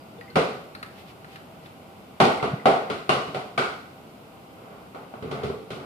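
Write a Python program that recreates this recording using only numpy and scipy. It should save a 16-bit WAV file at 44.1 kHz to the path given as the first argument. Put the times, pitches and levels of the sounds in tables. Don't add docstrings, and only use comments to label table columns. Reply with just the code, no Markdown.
import sys
import numpy as np
from scipy import signal
from scipy.fft import rfft, irfft, next_fast_len
from scipy.io import wavfile

SR = 44100
rng = np.random.default_rng(int(sys.argv[2]) if len(sys.argv) > 2 else 0)


def dump_mix(stems):
    frames = np.atleast_2d(stems).T
    limited = np.clip(frames, -1, 1)
    pcm = np.round(limited * 32767).astype(np.int16)
    wavfile.write(sys.argv[1], SR, pcm)


N = 257984
SCENE_T = np.arange(N) / SR
EVENT_T = np.arange(24576) / SR


def amp(db):
    return 10 ** (np.asarray(db) / 20)


def unit(x):
    return x / np.sqrt(np.mean(x ** 2) + 1e-20)


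def along(points, hz):
    freqs, values = np.transpose(points)
    return np.interp(np.log(hz + 1), np.log(freqs + 1), values)


def peak(hz, centre, width):
    return 1 / (1 + (2 * (hz - centre) / width) ** 2)


def shelf(hz, corner_hz, order=4):
    return hz ** order / (hz ** order + corner_hz ** order)


def coloured(x, gain_db):
    size = 2 * next_fast_len(x.shape[-1] // 2 + SR // 10)
    gain = amp(gain_db(np.fft.rfftfreq(size, 1 / SR)))
    cepstrum = irfft(np.log(np.maximum(gain, 1e-6)))
    cepstrum[1:size // 2] *= 2
    cepstrum[size // 2 + 1:] = 0
    return irfft(rfft(x, size) * np.exp(rfft(cepstrum)))[..., :x.shape[-1]]


def diffuse(size, mic_spacing_m=.15):
    hz = np.fft.rfftfreq(size, 1 / SR)
    coherence = .93 * np.sinc(2 * hz * mic_spacing_m / 343)
    spread = np.arccos(coherence) / 2
    white = rfft(rng.standard_normal((2, size)))
    mid, side = irfft(white * [np.cos(spread), np.sin(spread)], size)
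    return np.array([mid + side, mid - side])


def noise(gain_db):
    size = next_fast_len(N, True)
    gain = amp(gain_db(np.fft.rfftfreq(size, 1 / SR)))
    return unit(irfft(rfft(diffuse(size)) * gain, size)[:, :N])


def add(track, start_s, sound):
    part = track[:, max(round(start_s * SR), 0):][:, :sound.shape[-1]]
    part += sound[..., :part.shape[-1]]


# freq_hz, t60_s
ROOM_DECAY = [(80, 0.42), (200, 0.6), (500, 0.57), (1200, 0.59), (3000, 0.56), (6000, 0.62), (13000, 0.5)]
def room_fade(t, hz):
    return amp(-60 * t / along(ROOM_DECAY, hz))


def ringing(rows, rise_per_s, room_db, attack_s=.00071):
    out = np.zeros((2, N))
    t = EVENT_T
    for start_s, pitch_hz, level_db, t60_s in rows:
        envelope = amp(level_db - 60 * t / t60_s) * (1 - np.exp(-t / attack_s))
        ring = envelope * np.sin(2 * np.pi * pitch_hz * t * (1 + rise_per_s * t / 2))
        tail = rng.standard_normal((2, len(t))) * room_fade(t, pitch_hz)
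        reverb = signal.fftconvolve(ring[None], tail, axes=1)[:, :len(t)]
        add(out, start_s, ring + amp(room_db) * ring.std() * unit(reverb))
    return out


def impact(direct_db, ceiling_db, contact_s, seat_s=.0014, left_lead_s=.00032, ceiling_s=.012):
    t = EVENT_T
    delayed = lambda x, delay_s: np.pad(x, (round(delay_s * SR), 0))[:len(t)]
    hz, frame_s, bands = signal.stft(diffuse(len(t)), SR, nperseg=256)
    tail = signal.istft(bands * room_fade(frame_s, hz[:, None]), SR, nperseg=256)[1][:, :len(t)]
    tail *= 1 - np.exp(-t / .00048)
    chatter = np.exp(-t / contact_s) * (1 - np.exp(-t / seat_s))
    crack, echo = rng.standard_normal((2, len(t))) * chatter
    direct = np.array([crack, .8 * delayed(crack, left_lead_s)])
    echo = signal.lfilter([.06], [1, -.94], delayed(echo, ceiling_s))
    return amp(direct_db) * direct + amp(ceiling_db) * echo + tail


# freq_hz, gain_db
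RUSH_EQ = [(25, -37), (86, -8), (181, -3), (335, -8), (700, -10), (1000, -14), (1450, -16), (1720, -27),
           (2050, -21.5), (2900, -22), (3400, -26), (5000, -31), (6100, -36), (14500, -34.5)]
# pitch_hz, boost_db
FAN_TONES = [(651, 6), (780, 11)]
# time_s, level_db
RUSH_FADER = [(3.9, -46), (4.7, -46.5)]
def room_rush(fan_width_hz=16):
    fan = lambda f: sum(boost_db * peak(f, hz, fan_width_hz) for hz, boost_db in FAN_TONES)
    level_db = np.interp(SCENE_T, *np.transpose(RUSH_FADER))
    return amp(level_db) * noise(lambda f: along(RUSH_EQ, f) + fan(f))


# start_s, pitch_hz, level_db, t60_s
RIM_RINGS = [(0.0, 4780, -57.5, 0.14), (0.211, 4800, -59, 0.17), (2.202, 1910, -41, 0.18),
             (2.657, 3820, -37, 0.14), (3.092, 2790, -26, 0.15), (3.092, 2950, -31, 0.27),
             (3.092, 3210, -35.5, 0.21), (3.577, 2265, -18.5, 0.036), (5.435, 4240, -54, 0.21)]
def rim_rings():
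    return ringing(RIM_RINGS, rise_per_s=0, room_db=0)


# start_s, pitch_hz, level_db, t60_s
BOTTLE_DRIPS = [(0.182, 468, -40.5, 0.21), (0.184, 3530, -52, .05), (0.212, 1910, -37.5, 0.045),
                (0.279, 2065, -41.5, 0.09), (0.314, 1500, -49, 0.1), (2.399, 2074, -30, 0.05),
                (2.598, 2000, -35, 0.036)]
def bottle_drips():
    return ringing(BOTTLE_DRIPS, rise_per_s=.5, room_db=-1)


# freq_hz, gain_db
TICK_EQ = [(200, -11), (900, -8), (1300, 11), (2300, 1.5), (3200, -8.5), (4400, -3.5), (6000, -23),
           (10000, -16.5), (15000, -29)]
# start_s, level_db, pitch_hz, resonance_db
LIGHT_TICKS = [(0.209, -44.5, 2400, 11), (0.3, -49, 4300, 17), (0.749, -38, 4300, 9),
               (0.828, -33.5, 1480, -4.5), (0.860, -46, 1290, 3), (1.244, -44, 2060, 7),
               (1.357, -42.5, 2960, 10), (1.658, -48, 3450, 12), (2.321, -41, 13200, 15),
               (2.374, -41, 8100, 23)]
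def light_ticks(relative_width=.17):
    out = np.zeros((2, N))
    for start_s, level_db, pitch_hz, resonance_db in LIGHT_TICKS:
        resonance = lambda f: resonance_db * peak(f, pitch_hz, relative_width * pitch_hz)
        tick = impact(direct_db=20, ceiling_db=8, contact_s=.005)
        tick = coloured(tick, lambda f: along(TICK_EQ, f) + resonance(f))
        attack_rms = tick[:, :SR // 100].std()
        add(out, start_s, amp(level_db) * tick / attack_rms)
    return out


# freq_hz, gain_db
FOOT_EQ = [(25, -27), (50, -23), (75, -5), (200, 4), (420, 7), (700, 3), (1000, -3.5), (2000, -5),
           (4000, -18), (5000, -24.5), (6200, -32), (10500, -36), (13000, -48), (16000, -83)]
# centre_hz, width_hz, gain_db
TABLE_EQ = [(79, 12, 5), (102, 31, -4), (137, 23, 6), (194, 107, 1), (327, 22.6, -12.5), (388.4, 14, 4.5),
            (436, 72, 5), (676, 155, 4.5), (765, 46, 3.5), (1140, 200, 3.5), (1415, 876, 13),
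            (1702, 360, -12.5), (4400, 300, 2)]
def table_db(f):
    return along(FOOT_EQ, f) + sum(db * peak(f, hz, width) for hz, width, db in TABLE_EQ)


# start_s, level_db, weight_db, hardness_db, pitch_hz, resonance_db, direct_db
TABLE_KNOCKS = [(0.356, -17, 0.5, 10.5, 494, 4, -11), (2.201, -13, 3, 12, 812, 8.5, 7),
                (2.252, -25, -6, 14.5, 3000, 0, 23), (2.426, -23.5, 5, 7, 423, -0.5, 11),
                (2.656, -13, 0, 8, 750, 9.5, 10), (2.899, -27.5, 3.5, 12, 820, -5.5, 9.5),
                (3.092, -18, 2.5, 14, 1050, 6.5, 12.5), (3.273, -38.5, 11, 13, 432, 4, 4),
                (3.345, -28.5, 3, 13.5, 730, 6, 8), (3.577, -21, -1.5, 15, 1480, 8.5, 6),
                (4.946, -39, -5, 3.5, 866, 5.5, 9), (5.138, -40, 0, -1, 694, 3, 16),
                (5.224, -33.5, 21, 11, 426, 9.5, 10), (5.312, -31.5, 12.5, 15, 434, 6, 12),
                (5.433, -28, 17.5, 16, 450, 12, 9), (5.499, -33.5, 5, -10, 453, 9.5, 18),
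                (5.704, -35, 13, 17.5, 380, 5.5, -9)]
def table_knocks(weight_hz=278, hardness_hz=2265, relative_width=.25, attack_s=.05):
    out = np.zeros((2, N))
    for start_s, level_db, weight_db, hardness_db, pitch_hz, resonance_db, direct_db in TABLE_KNOCKS:
        force = lambda f: weight_db * (1 - shelf(f, weight_hz)) + hardness_db * shelf(f, hardness_hz)
        vessel = lambda f: resonance_db * peak(f, pitch_hz, relative_width * pitch_hz)
        knock = impact(direct_db, ceiling_db=12.5, contact_s=.0022)
        knock = coloured(knock, lambda f: table_db(f) + force(f) + vessel(f))
        attack_rms = knock[:, :round(attack_s * SR)].std()
        add(out, start_s, amp(level_db) * knock / attack_rms)
    return out


# middle_s, pitch_hz, level_db, half_length_s
TABLE_BUMPS = [(0.385, 157, -26, 0.026), (2.54, 152, -18, 0.006)]
def table_bumps():
    out = np.zeros(N)
    for middle_s, pitch_hz, level_db, half_length_s in TABLE_BUMPS:
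        t = SCENE_T - middle_s
        out += amp(level_db) * np.exp(-(t / half_length_s) ** 2) * np.cos(2 * np.pi * pitch_hz * t)
    return out


def strokes(rows):
    return sum(amp(level_db) * np.exp(-(2 * (SCENE_T - middle_s) / length_s) ** 2)
               for middle_s, length_s, level_db in rows)


# freq_hz, gain_db
SKIN_EQ = [(800, -24), (1800, -5), (2500, -2.5), (4500, -9), (6500, -21), (14000, -21)]
# middle_s, length_s, level_db
FINGER_RUBS = [(0.995, 0.084, -51.5), (1.095, .07, -52), (1.34, 0.11, -52.5), (1.66, .08, -56.5)]
def finger_rubs():
    return strokes(FINGER_RUBS) * noise(lambda f: along(SKIN_EQ, f))


# middle_s, length_s, level_db
TABLE_DRAGS = [(4.73, 0.3, -47), (5.4, 0.23, -36.5), (5.82, 0.18, -42)]
def table_drags():
    return strokes(TABLE_DRAGS) * noise(table_db)


def scene():
    return (room_rush() + rim_rings() + bottle_drips() + light_ticks()
            + table_knocks() + table_bumps() + finger_rubs() + table_drags())


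def record(dry, top_hz=14900):
    size = next_fast_len(N + SR // 10)
    passband = np.fft.rfftfreq(size, 1 / SR) < top_hz
    return irfft(rfft(np.clip(dry, -1, 1), size) * passband, size)[:, :N]


dry = scene()
out = record(dry)
dump_mix(out)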